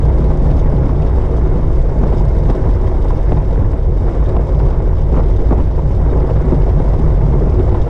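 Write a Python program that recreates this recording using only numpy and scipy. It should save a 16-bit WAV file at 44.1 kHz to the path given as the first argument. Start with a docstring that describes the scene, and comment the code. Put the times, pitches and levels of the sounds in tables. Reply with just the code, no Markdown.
"""Wind buffets the microphone of a camera riding on a fast track bicycle in an indoor velodrome.
Buffets are low coloured noise plus a vortex throb; flapping and rush are jolted noise.
Tyres on the wooden boards are noise through roar and resonance filters; uneven boards are dying bursts.
The camera mount chatters in random ticks, weakly pulsed by the chain, with a few sharp rattles.
A limiter in the camera holds the loudest peaks down."""
import sys
import numpy as np
from scipy import signal
from scipy.fft import rfft, irfft, next_fast_len
from scipy.io import wavfile
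from scipy.ndimage import uniform_filter1d, minimum_filter1d, map_coordinates

SR = 44100
rng = np.random.default_rng(int(sys.argv[2]) if len(sys.argv) > 2 else 0)


def wrap_up_sound(samples):
    """Save the sound to the file named by the first command line argument, as 16-bit audio."""
    columns = np.atleast_2d(samples).T
    # keep every value between -1 and 1, then stretch to whole-number steps
    tamed = np.clip(columns, -1, 1)
    steps = np.round(tamed * 32767).astype(np.int16)
    wavfile.write(sys.argv[1], SR, steps)


N = 347949

# Spectrum of the big eddies. Each row: frequency in Hz, relative level in dB.
BUFFET_SPECTRUM = [(8, -12), (20, -7.5), (30, -4.5), (45, -5.5), (59, -3.5), (69, -7.5), (82, -11),
                   (93, -11), (110, -16), (180, -32), (300, -42.5), (800, -53), (4000, -110)]
# Spectrum of loose eddies under the buffets. Each row: frequency in Hz, relative level in dB.
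RUMBLE_SPECTRUM = [(10, -8.5), (22, 2), (31, 3.5), (48, -7.5), (75, -2.5), (93, 0.5), (115, -3), (140, -11),
                   (180, -24), (400, -50.5), (2000, -100)]
# Strength of the headwind. Each row: time in seconds, level in dB before swings and lulls.
HEADWIND_LEVEL = [(0.1, -8.5), (1.3, -11.5), (2.8, -9), (4.2, -10), (5.7, -8.5), (6.7, -10.5), (7.8, -10)]
# Brief drops of the buffeting. Each row: centre in seconds, depth in dB (negative swells).
LULLS = [(0.36, 13), (0.525, 6), (0.885, 4), (2.05, 3), (2.25, 4.5), (2.37, 0), (2.585, 6), (2.905, 6),
         (3.08, 3), (3.245, 5), (3.45, 7.5), (3.615, 2), (3.775, 8), (3.95, 2.5), (4.13, 9), (4.31, 8),
         (4.48, 11), (4.81, 9), (5.72, 10), (5.82, 4), (6.285, 6), (6.44, 5), (6.99, 4), (7.605, -4),
         (7.87, 12)]
LULL_S = 0.027  # Gaussian half-width, to 1/e
WIND_SWING_DB, WIND_SWINGS_PER_S = 1.4, 20
WIND_CEILING_DB, RUMBLE_DB, SHEDDING_DB = -6, -22, -3  # shedding is relative to the big eddies


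def wind(steadiness):
    """Big eddies, evened in strength, beat on the microphone over a loose deep rumble; small puffs flap."""
    big_eddies = unit(coloured(noise(), BUFFET_SPECTRUM))
    eddies = unit(big_eddies + amp(SHEDDING_DB) * vortices())
    power = np.abs(signal.hilbert(eddies, next_fast_len(N))[:N]) ** 2
    slow_power = filtered(power, lambda hz: np.exp(-(hz / 22) ** 2))
    strength = np.sqrt(np.abs(slow_power) + 0.039)  # the floor keeps weak eddies weak
    t = np.arange(N) / SR
    lull_db = sum(depth * np.exp(-((t - s) / LULL_S) ** 2) for s, depth in LULLS)
    level_db = curve(HEADWIND_LEVEL) + WIND_SWING_DB * wobble(WIND_SWINGS_PER_S) - lull_db
    evened = unit(eddies / strength ** steadiness)
    buffets = limited(amp(level_db) * evened, WIND_CEILING_DB)
    rumble = amp(RUMBLE_DB) * unit(coloured(noise(), RUMBLE_SPECTRUM))
    return buffets + rumble + flapping(puff_db=3.5, ragged_db=4.0)


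# Shedding by the camera body, faster when the air meets it head on.
# Each row: time in seconds, vortices per second.
SHEDDING_RATE = [(0.15, 54.3), (0.5, 54), (0.85, 60), (1.3, 61.5), (1.9, 50), (2.4, 43.6), (2.6, 44.4),
                 (2.85, 41.7), (3.15, 45.3), (3.75, 38.7), (4.3, 50), (4.6, 42.7), (4.9, 51), (5.2, 47),
                 (5.65, 55), (6.2, 54.4), (7.05, 41.8), (7.65, 53)]
SHEDDING_CHANGES_PER_S = 18


def vortices():
    """A rough, narrow throb at the shedding rate, its strength and phase drifting at random."""
    phase = 2 * np.pi * np.cumsum(curve(SHEDDING_RATE)) / SR
    in_phase = wobble(SHEDDING_CHANGES_PER_S) * np.cos(phase)
    quadrature = wobble(SHEDDING_CHANGES_PER_S) * np.sin(phase)
    return unit(in_phase + quadrature)


# Spells of rougher air.
# Each row: start in seconds, length in seconds, low flapping in dB, brighter rush in dB.
GUSTS = [(0, 1.6, -28.5, -35.5), (0.384, 0.045, -23.5, -35), (0.702, 0.05, -26, -38),
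         (2, 0.058, -22.5, -28), (2.463, 0.048, -24.5, -30), (3.34, 0.039, -25, -25.5),
         (4.05, 0.046, -33, -29), (4.664, 0.09, -35, -31.5), (5.151, 0.061, -20, -26),
         (5.498, 0.03, -17, -26), (5.559, 0.049, -20.5, -26), (6.032, 0.033, -25.5, -27),
         (6.261, 0.054, -27, -31), (6.501, 0.063, -17, -35.5), (7.157, 0.23, -27, -39),
         (7.436, 0.036, -19.5, -32), (7.533, 0.027, -25.5, -31), (7.74, 0.023, -33, -22)]
# Spectrum of the flapping puffs. Each row: frequency in Hz, relative level in dB.
PUFF_SPECTRUM = [(80, -18), (130, -1), (190, -3), (280, -3.5), (380, -13), (1000, -35), (4000, -79)]
# Spectrum of a gust's rush. Each row: frequency in Hz, relative level in dB.
RUSH_SPECTRUM = [(150, -9.5), (400, 1.5), (850, 0), (1200, -10.5), (1800, -20), (2800, -32.5),
                 (5000, -43.5), (10000, -71)]
GUST_ATTACK_S, GUST_RELEASE_S = 0.03, 0.013
FLAP_DB, FLAP_DB_PER_SHAKE_DB = -32, 0.49  # flapping in smooth air


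def flapping(puff_db, ragged_db):
    """Low puffs of air never cease; each gust strengthens them and adds a ragged rush."""
    t = np.arange(N) / SR
    low, bright = np.zeros(N), np.zeros(N)
    for s, length, low_db, rush_db in GUSTS:
        attack = np.clip((t - s) / GUST_ATTACK_S, 0, 1)
        release = np.exp(-np.maximum(t - s - length, 0) / GUST_RELEASE_S)
        low += amp(low_db) * attack * release
        bright += amp(rush_db) * attack * release
    smooth_air = amp(FLAP_DB + FLAP_DB_PER_SHAKE_DB * shaking())
    strength = np.hypot(smooth_air, low)
    puff_jolts = jolts(per_s=120, decay_s=0.0072)
    puffs = unit(coloured(noise() * amp(puff_db * puff_jolts), PUFF_SPECTRUM))
    rush_jolts = jolts(per_s=110, decay_s=0.0026)
    rush = unit(coloured(noise() * amp(ragged_db * rush_jolts), RUSH_SPECTRUM))
    return strength * puffs + bright * rush


# How hard the track shakes the bicycle. 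Each row: time in seconds, relative tyre level in dB.
TRACK_LEVEL = [(0.05, -27), (1.6, -26.5), (1.82, -27.5), (2.0, -26), (3.15, -27.5), (3.38, -27),
               (3.92, -31), (4.18, -26), (4.55, -27.5), (4.75, -26), (4.95, -30), (5.18, -27.5),
               (5.38, -28), (5.55, -25), (5.68, -29.5), (6.15, -26.5), (6.8, -26.5), (7.2, -26.5),
               (7.6, -27)]
# Spectrum of the tyre roar. Each row: frequency in Hz, relative level in dB.
ROAR_SPECTRUM = [(60, -15), (110, -1), (190, -3.5), (310, -0.5), (450, 0), (560, -4.5), (730, -9.5),
                 (1000, -11.5), (1250, -20.5), (1800, -27), (2500, -36), (4000, -51.5), (9000, -75)]
# Frame resonances. Each row: frequency in Hz, width in Hz, relative gain in dB.
FRAME_MODES = [(548.4, 30, -4), (639.6, 23, -4.5), (826, 46, -12), (1946, 42, -26.5), (2115, 26, -25)]
# The frame's two lowest resonances. Each row: frequency in Hz, width in Hz, relative gain in dB.
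FRAME_HUM_MODES = [(367, 20, 0.5), (456, 32, -7.5)]
# Frame hum as the rider loads it. Each row: time in seconds, level in dB.
HUM_LEVEL = [(0.1, -26.5), (0.6, -36.5), (1.3, -29), (1.75, -31), (2.5, -31), (3.0, -32.5), (3.45, -31.5),
             (3.9, -31), (4.4, -30), (4.85, -32), (5.28, -27.5), (5.8, -33.5), (6.5, -28.5), (7.1, -35),
             (7.53, -24), (7.85, -31)]
# Resonance of the hollow boards. Each row: frequency in Hz, width in Hz, relative gain in dB.
BOARD_MODES = [(144.3, 17, 0)]
# Drone of the hollow boards. Each row: time in seconds, relative level in dB.
DRONE_LEVEL = [(0.05, -22.5), (0.85, -17.5), (1.1, -25.5), (1.7, -24.5), (2.48, -21), (2.8, -28),
               (3.2, -28), (3.34, -18.5), (3.5, -27.5), (4.05, -29.5), (4.65, -22.5), (5.1, -24),
               (5.7, -29.5), (6.0, -18.5), (6.28, -25), (6.6, -22.0), (7.3, -20.5), (7.85, -29.5)]
CHURN_DB = 1.3  # depth of the roar's swelling patches
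HUM_WANDER, DRONE_WANDER = 0.01998, 0.01797  # pitch drift as a share


def tyres(jolt, roar_db, rough_db, frame_db, drone_db):
    """Track grain drives a broad roar and the frame; steady noise rings the hum and hollow boards."""
    tread = patchy(noise() * amp(rough_db * jolt), depth_db=1.66, size=3)
    roar = unit(coloured(patchy(tread, CHURN_DB, size=4, order=1024), ROAR_SPECTRUM))

    frame = ringing(noise() * amp(rough_db * jolt), FRAME_MODES)
    frame = unit(coloured(frame, [(150, -23.0), (350, 7.5), (2200, 4.5), (2600, -29.5), (9000, -59.5)]))

    drone_drive = coloured(noise(), [(60, -22.0), (145, -3.5), (220, -12.5), (1000, -56.5)])
    drone = unit(ringing(drone_drive, BOARD_MODES))
    drone = amp(curve(DRONE_LEVEL) + drone_db) * wandering(drone, DRONE_WANDER, rate=4)

    hum_drive = coloured(noise(), [(150, -25.5), (350, 0), (500, -0.5), (1500, -24), (9000, -68.5)])
    hum = unit(ringing(hum_drive, FRAME_HUM_MODES))
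    hum = amp(curve(HUM_LEVEL)) * wandering(hum, HUM_WANDER, rate=5)

    rolling = unit(roar + amp(frame_db) * frame)
    return amp(curve(TRACK_LEVEL) + roar_db) * rolling + hum + drone


def shaking():
    """Track shaking in dB about its mean, from the tyre level."""
    level_db = curve(TRACK_LEVEL)
    return level_db - level_db.mean()


# Uneven boards under the wheels.
# Each row: start in seconds, thump peak in dB, hard edge peak in dB, crack peak in dB.
BUMPS = [(0.313, -21, -22.5, -35), (0.892, -14, -18.5, -36.5), (1.556, -11.5, -25, -35),
         (2.031, -14, -21, -40), (2.091, -22, -26, -32.5), (2.367, -13.5, -22, -39), (2.490, -13, -21, -39),
         (2.4991, -12, -18, -26), (2.675, -16.5, -18, -37), (3.105, -30, -18, -33),
         (3.3201, -10, -12.5, -29), (3.329, -17, -18, -38), (3.558, -22, -24, -31),
         (3.615, -15, -30.5, -40), (3.732, -16, -18, -32), (4.352, -22, -25, -35), (4.366, -10, -13, -25.5),
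         (4.600, -23, -20, -34.5), (4.802, -22, -18, -39), (4.820, -18, -23, -42),
         (5.124, -12.5, -22.5, -38.5), (5.1407, -30, -18.5, -32.5), (5.164, -14.5, -17.5, -35),
         (5.173, -16, -19.5, -27), (5.184, -19, -18, -37), (5.508, -12, -13.5, -34), (5.524, -8, -13, -34),
         (5.604, -16, -24, -32), (5.791, -21, -17, -40), (5.819, -20, -28, -42), (6.356, -14, -21.5, -40),
         (6.364, -21, -21, -40), (6.521, -8.5, -19, -35), (6.799, -9, -19.5, -33), (6.996, -12, -23, -39),
         (7.264, -23, -24, -38), (7.411, -9, -20, -38), (7.523, -18, -25, -31), (7.594, -12.5, -20, -33),
         (7.726, -15.5, -17, -41), (7.744, -17, -19.5, -31)]
# Spectrum of a thump. Each row: frequency in Hz, relative level in dB.
THUMP_SPECTRUM = [(60, -5), (140, 12.5), (250, 15.5), (500, 6), (900, -10), (1400, -24.5), (3000, -60),
                  (8000, -73.5)]
# Spectrum of a hard edge. 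Each row: frequency in Hz, relative level in dB.
EDGE_SPECTRUM = [(250, -8), (500, 17.5), (900, 17), (1400, -1.5), (2200, -14), (3200, -25), (5000, -32),
                 (9000, -55.5)]
# Spectrum of a crack. Each row: frequency in Hz, relative level in dB.
CRACK_SPECTRUM = [(600, -14), (1100, 0), (1600, -1), (2500, -8), (3800, -15), (4600, -32), (9000, -60)]


def bumps():
    """An uneven board gives a dull thump, a short hard edge and a crack, each with its own level."""
    s, body, edge, crack = np.transpose(BUMPS)
    thumps = bursts(zip(s, body), t60=0.066, spectrum=THUMP_SPECTRUM, attack_s=0.0016)
    edges = bursts(zip(s, edge), t60=0.026, spectrum=EDGE_SPECTRUM, attack_s=0.0007)
    cracks = bursts(zip(s, crack), t60=0.014, spectrum=CRACK_SPECTRUM, attack_s=0.0004)
    return thumps + edges + cracks


# Mount chatter. Each row: time in seconds, relative level in dB.
CHATTER_LEVEL = [(0.05, -53), (0.57, -53), (0.7, -54), (1.37, -52.5), (1.5, -54.5), (2.0, -53), (2.2, -53),
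                 (2.4, -53), (3.1, -53), (3.6, -55), (3.8, -57.5), (4.3, -54), (4.65, -54), (4.85, -56),
                 (5.35, -53.5), (5.8, -54.5), (6.6, -53.5), (7.1, -53.5), (7.85, -54.5)]
# Spectrum of the contacts. Each row: frequency in Hz, relative level in dB.
CHATTER_SPECTRUM = [(800, -16), (1800, -0.5), (2900, 2.5), (4200, -2), (5000, 0), (6300, -3.5),
                    (7000, -7.5), (9200, -9.5), (10200, -18), (11000, -19.5), (11400, -30), (15000, -46.5)]
# Mount and housing resonances. Each row: frequency in Hz, width in Hz, relative gain in dB.
MOUNT_MODES = [(3000, 60, -7), (3280, 45, 1.5), (3610, 60, 0), (3725, 60, 4), (4218, 50, -3),
               (4950, 90, -4), (5130, 150, -9), (5630, 65, -2), (6170, 50, -7), (6420, 60, -7),
               (7394, 24, 5.5), (8897, 45, 1)]


def mount(jolt, chatter_db, swing_db, shake_db, flutter_db, chain_db, ticks_per_s, hiss_db, ring_db,
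          rattle_db):
    """Clusters of tiny contacts, pulsing with the chain, and a few hard ones ring mount and housing."""
    ticks = (rng.random(N) < ticks_per_s / SR) * noise()
    flutter = jolts(per_s=38, decay_s=0.0056)
    clusters = amp(shake_db * jolt + flutter_db * flutter + chain_db * chain())
    ticks_and_hiss = unit(ticks) + amp(hiss_db) * noise()
    contacts = unit(coloured(ticks_and_hiss * clusters, CHATTER_SPECTRUM))
    level_db = curve(CHATTER_LEVEL) + chatter_db + swing_db * wobble(21)
    # the contact point wanders, so the colour keeps changing
    chatter = patchy(amp(level_db) * contacts, depth_db=1.68, size=14)
    struck = chatter + amp(rattle_db) * rattles()
    return struck + amp(ring_db) * ringing(struck, MOUNT_MODES)


# Links meshing with the chainring. Each row: time in seconds, links per second.
CHAIN_RATE = [(0.2, 98.2), (2.2, 94.5), (4.3, 93.5), (5.5, 100), (7.85, 90)]


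def chain():
    """The tug of the links on the chainring, one cycle a link, slightly unsteady."""
    return np.cos(2 * np.pi * np.cumsum(curve(CHAIN_RATE)) / SR + 0.9 * wobble(4))


# Sharp rattles of the mount. Each row: start in seconds, relative peak in dB, pitch in Hz.
RATTLES = [(0.183, -38, 4950), (0.2417, -38, 3740), (0.511, -32, 2740), (0.594, -35.5, 3760),
           (1.021, -31.5, 2960), (1.159, -40, 4950), (1.213, -34, 2900), (1.352, -42, 2900),
           (2.1241, -37, 2880), (2.2518, -39, 5000), (2.867, -37, 3333), (3.716, -40, 4870),
           (4.258, -37, 3644), (4.289, -38.5, 5030), (4.591, -35, 4947), (5.3623, -36.5, 3720),
           (6.3016, -32, 2850), (6.618, -30.5, 2870), (7.717, -37, 2900), (7.8153, -34, 3620)]
# Colour of a rattle. Each row: multiple of its pitch, relative level in dB.
RATTLE_COLOUR = [(.4, -18), (.8, -0.5), (1.001, 1), (1.2, -14), (1.7, -5), (2.2, -30), (3.2, -54.5)]


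def rattles():
    """Hard contacts as short noise bursts, each coloured around the pitch of the part that is hit."""
    multiple, db = np.transpose(RATTLE_COLOUR)
    out = np.zeros(N)
    for s, peak_db, hz in RATTLES:
        spectrum = np.column_stack([hz * multiple, db])
        out += bursts([(s, peak_db)], t60=0.052, spectrum=spectrum, attack_s=0.00041)
    return out


def jolts(per_s, decay_s):
    """Random jolts of bounded strength, each sudden and then dying away; rms 1."""
    kicks = (rng.random(N) < per_s / SR) * rng.random(N)
    shakes = signal.lfilter([1], [1, -np.exp(-1 / (decay_s * SR))], kicks)
    smooth = uniform_filter1d(shakes - shakes.mean(), size=40)
    return unit(np.tanh(unit(smooth) / 2))


def bursts(events, t60, spectrum, attack_s):
    """A short dying burst of coloured noise for each (s, peak dB) row; t60 in seconds."""
    out, t = np.zeros(N + SR), np.arange(SR // 5) / SR
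    envelope = amp(-60 * t / t60) * (1 - np.exp(-t / attack_s)) ** 2
    for s, db in events:
        burst = coloured(rng.standard_normal(len(t)), spectrum) * envelope
        out[round(s * SR):][:len(t)] += amp(db) * burst / np.abs(burst).max()
    return out[:N]


def ringing(x, modes):
    """x through a parallel bank of damped resonances."""
    return sum(amp(db) * signal.lfilter(*signal.iirpeak(hz, hz / width, SR), x)
               for hz, width, db in modes)


def patchy(x, depth_db, size, order=256):
    """Let patches of x, about size bins wide and three frames long, swell and fade at random."""
    z = signal.stft(x, nperseg=order)[2]
    field = uniform_filter1d(rng.standard_normal(z.shape), size, axis=0)
    field = uniform_filter1d(field, size=3, axis=1)
    return signal.istft(z * amp(depth_db * unit(field)), nperseg=order)[1][:N]


def wandering(x, share, rate):
    """Drift the pitch of x by varying its playing speed, rate random knots a second."""
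    speed = 1 + share * wobble(rate)
    return map_coordinates(x, [np.cumsum(speed / speed.mean()) - 1], mode="nearest")


def limited(x, ceiling_db):
    """Turn the gain down smoothly around every peak that would pass the ceiling."""
    span = SR // 100
    needed = np.minimum(1, amp(ceiling_db) / (np.abs(x) + 1e-9))
    held = minimum_filter1d(needed, 2 * span)
    return x * uniform_filter1d(uniform_filter1d(held, span), span)


def filtered(x, response):
    """x times a response of frequency in Hz."""
    m = next_fast_len(len(x) + SR // 4)
    return irfft(rfft(x, m) * response(np.fft.rfftfreq(m, 1 / SR)), m)[:len(x)]


def coloured(x, spectrum):
    """x through (Hz, dB) points joined on a log axis."""
    hz, db = np.transpose(spectrum)
    return filtered(x, lambda f: amp(np.interp(np.log(f + 1), np.log(hz), db)))


def noise():
    """Fresh white noise."""
    return rng.standard_normal(N)


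def wobble(rate):
    """A smooth random curve, rate knots a second."""
    knots = rng.standard_normal(int(N * rate / SR) + 4)
    return map_coordinates(knots, [np.arange(N) * rate / SR])


def curve(rows):
    """(s, value) rows as one value per sample."""
    return np.interp(np.arange(N) / SR, *np.transpose(rows))


def amp(db):
    """Decibels to gain."""
    return 10 ** (np.asarray(db) / 20)


def unit(x):
    """Scale to rms 1."""
    return x / np.sqrt(np.mean(x ** 2) + 1e-20)


def scene():
    """Wind, tyres, bumps and mount; the same jolts of the track shake bicycle and camera."""
    jolt = jolts(per_s=55, decay_s=0.0067)
    air = wind(steadiness=0.75)
    rolling = tyres(jolt, roar_db=2.5, rough_db=1.47, frame_db=-9.5, drone_db=0.44)
    rattle = mount(jolt, chatter_db=-1.83, swing_db=0.85, shake_db=0.5, flutter_db=1.5, chain_db=0.5,
                   ticks_per_s=860, hiss_db=8.0, ring_db=1.0, rattle_db=-5.0)
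    return (air + rolling + bumps() + rattle)[None]


TOP_HZ = 15700


def record(dry):
    """The camera's limiter, then a low-pass at TOP_HZ."""
    held = limited(dry[0], ceiling_db=-1.4)
    return filtered(held, lambda hz: hz < TOP_HZ)[None]


dry = scene()
out = record(dry)
wrap_up_sound(out)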